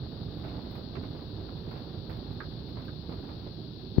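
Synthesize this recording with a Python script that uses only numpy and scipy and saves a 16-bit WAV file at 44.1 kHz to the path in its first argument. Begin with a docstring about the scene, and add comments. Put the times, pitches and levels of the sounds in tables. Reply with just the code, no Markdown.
"""Hail and rain beat on a house and its deck, heard from indoors behind a glass door.
Countless blows merge into a roof rumble and a muffled patter; heavy stones thump and ring the boards.
Nearer stones clack on the wall and glass, and a few knock on the wooden frame.
The microphone hisses, mostly on the left, and is bumped at the very end."""
import sys
import numpy as np
from scipy import signal
from scipy.fft import rfft, irfft
from scipy.io import wavfile
from scipy.ndimage import uniform_filter1d

SR = 44100
rng = np.random.default_rng(int(sys.argv[2]) if len(sys.argv) > 2 else 0)


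def store_pcm(level_fs):
    """Save levels as 16-bit WAV."""
    pcm = np.round(np.clip(level_fs, -1, 1) * 32767).astype(np.int16)
    wavfile.write(sys.argv[1], SR, np.atleast_2d(pcm).T)


N = 176400  # 4 seconds

# Levels in the tables are relative. A "tone" says how strong each frequency is.
# tone of the left microphone's hiss: f/Hz, level/dB
HISS_TONE = [(1500, -40), (2400, -20), (2750, -14), (3100, -12.5), (3550, -3.5), (3850, -2), (4350, 0.5),
             (4700, -5), (5200, -14.5), (5900, -28), (6400, -48.5), (7200, -67)]
# tone of the bump on the microphone: f/Hz, level/dB
BUMP_TONE = [(20, -35), (60, -3), (110, 1.5), (170, -0.5), (260, -4), (350, -5.5), (500, -18), (700, -29),
             (1400, -41), (3000, -52), (6000, -79), (9000, -100)]
# strength of the shower over time: t/s, level/dB
SHOWER_STRENGTH = [(0, 0.5), (.36, 0.5), (.48, 3.5), (.66, 2), (.9, 0), (1.1, 1), (1.3, 0.5), (1.62, 0),
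                   (1.76, 3), (1.9, -1), (2.2, 0), (2.6, -0.5), (2.8, .5), (3.02, -5.5), (3.14, 2),
                   (3.32, -0.5), (3.55, -4.5), (4, -4)]
# tone of the deck's patter through the glass: f/Hz, level/dB
PATTER_TONE = [(200, -9), (500, 3.5), (750, 3.5), (1000, -2.5), (1600, -7.5), (1900, -12.5), (2400, -19.5),
               (3200, -18), (4300, -21.5), (5300, -31), (6400, -48.5), (8000, -62.5)]
# stones hitting the wooden frame: t/s, level/dB
FRAME_HITS = [(2.403, -24.5), (2.432, -41), (2.881, -35)]
# notes at which the frame rings: f/Hz, level/dB, time to fade by 60 dB/s
FRAME_NOTES = [(850, -19, 0.027), (1216, -6, .022), (1330, -10, .025), (1520, -8, 0.012), (1593, 0, 0.024),
               (1840, -10, 0.017), (2540, -21, 0.017)]
# tone of a knock's echo in the room: f/Hz, level/dB
ECHO_TONE = [(400, -15), (850, -6), (1050, -9), (1250, 2), (1620, 0), (2000, -9), (2600, -21), (3500, -34),
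             (7000, -82)]
# near hailstones: t/s, clack level/dB, crack level/dB, sizzle level/dB, time to fade by 60 dB/s
NEAR_HITS = [(.376, -53, -65, -65, 0.14), (.438, -45, -60, -71, 0.23), (.483, -56, -55, -75, .14),
             (.53, -56, -75, -83, 0.12), (.58, -52, -77, -84, 0.18), (0.646, -57, -68, -79, 0.092),
             (.707, -58, -62, -59, 0.11), (0.749, -46.5, -62.5, -60, 0.21), (0.952, -42, -49.5, -82, 0.12),
             (0.967, -42.5, -63, -85, 0.064), (1.03, -47, -60, -72, 0.22), (1.149, -50, -70, -88, 0.077),
             (1.488, -42, -65, -86, 0.051), (1.569, -49.5, -65, -71, 0.13), (1.68, -54, -67, -74, 0.36),
             (1.71, -48, -63.5, -68, 0.16), (1.755, -55, -63, -77, 0.37), (2.095, -44.5, -58.5, -62, 0.28),
             (2.167, -53, -70, -64, 0.069), (2.329, -63, -67, -67, .12), (2.684, -54, -64, -66, .11),
             (2.768, -46, -64, -77, 0.31), (2.848, -58, -62, -64, 0.12), (3.092, -50, -62, -75, .2),
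             (3.118, -46.5, -75, -80, 0.17), (3.244, -53, -69, -75, .2), (3.29, -51, -69, -79, 0.37),
             (3.464, -51.5, -78, -82, 0.18)]
# tone of a stone's low clack: f/Hz, level/dB
CLACK_TONE = [(150, -13), (400, 6), (800, 2), (1300, -1.5), (1700, -6.5), (2200, -10.5), (3200, -27.5),
              (6000, -56), (9000, -84.5)]
# tone of its sharp crack: f/Hz, level/dB
CRACK_TONE = [(1000, -18.5), (2000, -0.5), (2700, 2.5), (3200, -7), (4100, -2.5), (5200, -13.5),
              (6400, -27.5), (8000, -42.5), (14000, -59)]
# tone of its high sizzle, and of the faint high hiss: f/Hz, level/dB
SIZZLE_TONE = [(3000, -42.5), (7000, -25.5), (9300, -23), (11200, -11), (13000, -4.5), (15500, -1.5)]
# heavy stones on the roof: t/s, thump level/dB, hollow ring level/dB
HEAVY_HITS = [(0.127, -26.5, -49.5), (0.158, -27.5, -45), (0.215, -24.5, -48), (0.26, -28, -48),
              (0.369, -29.5, -44), (0.443, -31.5, -40), (0.533, -27.5, -41), (0.579, -25.5, -41),
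              (0.669, -28.5, -47), (0.779, -32, -41.5), (0.969, -26.5, -39), (1.031, -26.5, -42.5),
              (1.148, -29.5, -41), (1.22, -29.5, -47), (1.379, -38, -45.5), (1.519, -32, -44.5),
              (1.55, -33, -45), (1.676, -29, -44), (1.871, -32, -49), (1.939, -33, -41.5),
              (2.089, -28.5, -44.5), (2.187, -26.5, -49), (2.25, -32, -47.5), (2.385, -35, -51),
              (2.549, -30.5, -47), (2.76, -36.5, -46), (3.091, -24, -40), (3.119, -31, -44),
              (3.465, -28.5, -41.5), (3.589, -33, -49)]
# tone of the boards' hollow ring: f/Hz, level/dB
BOARD_TONE = [(120, -20.5), (240, -2), (400, 0.5), (560, -4.5), (800, -9), (1200, -23), (3000, -60.5),
              (7000, -90)]
# tone of the rumbling roof and walls: f/Hz, level/dB
ROOF_TONE = [(12, -40), (20, -17.5), (54, -4), (107, 1.5), (210, -7.5), (236, -6), (266, -10.5), (369, -10),
             (505, -17.5), (700, -24.5), (910, -50), (1540, -120)]
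# notes that the room boosts: f/Hz, width/Hz, boost/dB
ROOM_NOTES = [(62, 10, 3.5), (104, 3.7, 1.5), (122, 8.6, 1.5), (158, 18, 4), (191, 8.2, 2), (218, 5.3, 2),
              (252, 12, 4), (296, 52, 3.5), (381.3, 20, 3.5), (750, 48, 4)]
# how the rumble leans to one side: f/Hz, left minus right level/dB
ROOF_LEAN = [(30, -4), (65, -2), (120, -4.5), (220, -6.5), (380, -7), (700, -4)]


def gain(db):
    """Turn decibels into a number to multiply by."""
    return 10 ** (np.asarray(db) / 20)


def set_level(x, db):
    """Scale a sound to an average (rms) level."""
    return x * gain(db) / np.sqrt(np.mean(x ** 2))


def pan(db):
    """Left and right gains; positive dB leans left, negative leans right."""
    return gain(np.array([[1], [-1]]) * db / 2)


def frequencies():
    """The frequencies, in Hz, at which a tone is worked out."""
    return np.maximum(np.arange(N + 1) * SR / (2 * N), 1)


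def curve(points):
    """Join a table's points into one dB value for every frequency."""
    hz, db = np.array(points).T
    return np.interp(np.log(frequencies()), np.log(hz), db)


def colour(x, db):
    """Filter a sound by a dB curve, so that ringing follows each hit and never comes before it."""
    cepstrum = irfft(np.log(gain(db)))  # the curve, laid out along time
    cepstrum[..., 1:N] *= 2
    cepstrum[..., N + 1:] = 0  # drop the part before the hit
    response = np.exp(rfft(cepstrum))
    return irfft(rfft(x, 2 * N) * response)[..., :N]


def ring(start, rise_s, fade_s):
    """Loudness shape of one blow: a quick rise, and a fall of 60 dB in fade_s."""
    shape = np.zeros(N)
    first = int(np.clip(start * SR, 0, N))
    age = np.arange(min(N - first, SR // 2)) / SR
    shape[first:first + len(age)] = np.minimum(age / rise_s, 1) * np.exp(-np.log(1000) * age / fade_s)
    return shape


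def burst(shape, tone):
    """Separate noise for each ear, given a loudness shape and then a tone of the same power."""
    db = curve(tone)
    noise = shape * rng.standard_normal((2, N))
    return colour(noise, db) / np.sqrt(np.mean(gain(db) ** 2))


def impacts(per_second, spread_db):
    """Randomly timed clicks of uneven size."""
    happens = rng.random(N) < per_second / SR
    size = gain(spread_db * np.clip(rng.standard_normal(N), -2, 2))
    return happens * size * rng.choice([-1, 1], N)


def shower(follow=1):
    """Gain that swells and eases with the hail; a smaller follow makes it swing less."""
    return gain(follow * np.interp(np.arange(N) / SR, *np.array(SHOWER_STRENGTH).T))


def microphone_hiss():
    """A steady hiss on the left, and a faint high hiss on both sides that follows the shower."""
    left = set_level(colour(rng.standard_normal(N), curve(HISS_TONE)), -50)
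    high = set_level(colour(rng.standard_normal((2, N)), curve(SIZZLE_TONE)), -72.5)
    return left * np.array([[1], [0]]) + high * shower(follow=0.33) * pan(-1.2)


def microphone_bump(at_s=3.983, rub_s=0.01):
    """One soft thud on the microphone's housing, inside a brief rub."""
    click = np.zeros(N)
    click[int(at_s * SR)] = -1
    thud = colour(click, curve(BUMP_TONE))
    thud *= gain(-13) / np.abs(thud).max()
    rub_shape = gain(-31) * np.exp(-np.abs(np.arange(N) / SR - at_s) / rub_s)
    return (thud + burst(rub_shape, BUMP_TONE)) * pan(17)


def deck_patter():
    """Many small hits on the deck, muffled by the glass; each leaves a short, noisy tail."""
    hits = impacts(per_second=700, spread_db=4) * shower()
    tail_shape = ring(0, rise_s=0.002, fade_s=0.084)
    energy = np.abs(signal.fftconvolve(hits ** 2, tail_shape ** 2)[:N])
    tails = np.sqrt(energy) * rng.standard_normal((2, N))
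    muffled = colour(set_level(tails, 0) + set_level(hits, -3), curve(PATTER_TONE))
    return set_level(muffled, -55) * pan(-5)


def frame_knocks(rise_s=0.0025, echo_db=-15):
    """A few stones make the wooden frame ring, and the room echoes."""
    t = np.arange(N) / SR
    wood = sum(gain(db + note_db) * ring(start, rise_s, fade_s) * np.sin(2 * np.pi * hz * (t - start))
               for start, db in FRAME_HITS for hz, note_db, fade_s in FRAME_NOTES)
    echo_shape = sum(gain(db + echo_db) * ring(start, rise_s, fade_s=0.12) for start, db in FRAME_HITS)
    return (wood / 2 + burst(echo_shape, ECHO_TONE)) * pan(-8.5)


def near_stones(rise_s=0.0021, rough_db=1):
    """Near stones shatter on wall and glass: a clack, a crack and a sizzle of splinters."""
    flicker = set_level(uniform_filter1d(rng.standard_normal(N), size=90), 0)
    roughness = set_level(gain(rough_db * flicker), -2)
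    sound = 0
    for part, (tone, lean_db) in enumerate([(CLACK_TONE, -10), (CRACK_TONE, -10), (SIZZLE_TONE, -11)]):
        shape = sum(gain(levels[part]) * ring(start, rise_s, fade_s)
                    for start, *levels, fade_s in NEAR_HITS)
        sound = sound + burst(shape * roughness, tone) * pan(lean_db)
    return sound


def hollow_boards():
    """Each heavy stone leaves a short, hollow ring in the boards."""
    shape = sum(gain(db - 3) * ring(start, rise_s=0.0027, fade_s=0.14) for start, _, db in HEAVY_HITS)
    return burst(shape, BOARD_TONE)[0] * pan(-6)


def hail_on_roof(per_second=1100, spread_db=2, dull_above_hz=632):
    """Dull blows on roof and walls merge into a rumble that rings the room; heavy ones stand out."""
    shared_blows = set_level(impacts(per_second, spread_db), 0)  # the same in both ears
    side_blows = set_level(np.array([impacts(per_second, spread_db) for _ in range(2)]), -11.5)
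    f = frequencies()
    room_db = sum(boost / (1 + (2 * (f - hz) / width) ** 2) for hz, width, boost in ROOM_NOTES)
    treble_cut_db = 10 * np.log10(1 + (f / dull_above_hz) ** 8)
    lean_db = np.array([[1], [-1]]) * curve(ROOF_LEAN) / 2
    tone_db = curve(ROOF_TONE) + room_db - treble_cut_db + lean_db
    rumble = colour(shared_blows + side_blows, tone_db) * shower(follow=0.38)
    heavy_blows = sum(gain(db) * (np.arange(N) == int(start * SR)) for start, db, _ in HEAVY_HITS)
    thumps = colour(heavy_blows, tone_db)
    thumps *= heavy_blows.max() * gain(-1) / np.abs(thumps).max()
    return set_level(rumble, -39.5) + thumps


def scene():
    """Everything as heard just inside the door."""
    hail = hail_on_roof() + deck_patter() + near_stones() + frame_knocks()
    return hail + microphone_hiss() + microphone_bump() + hollow_boards()


def record(dry):
    """Cut off the highest treble, above 15800 Hz."""
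    return signal.sosfilt(signal.ellip(10, .2, 70, 15800, fs=SR, output="sos"), dry)


dry = scene()
out = record(dry)
store_pcm(out)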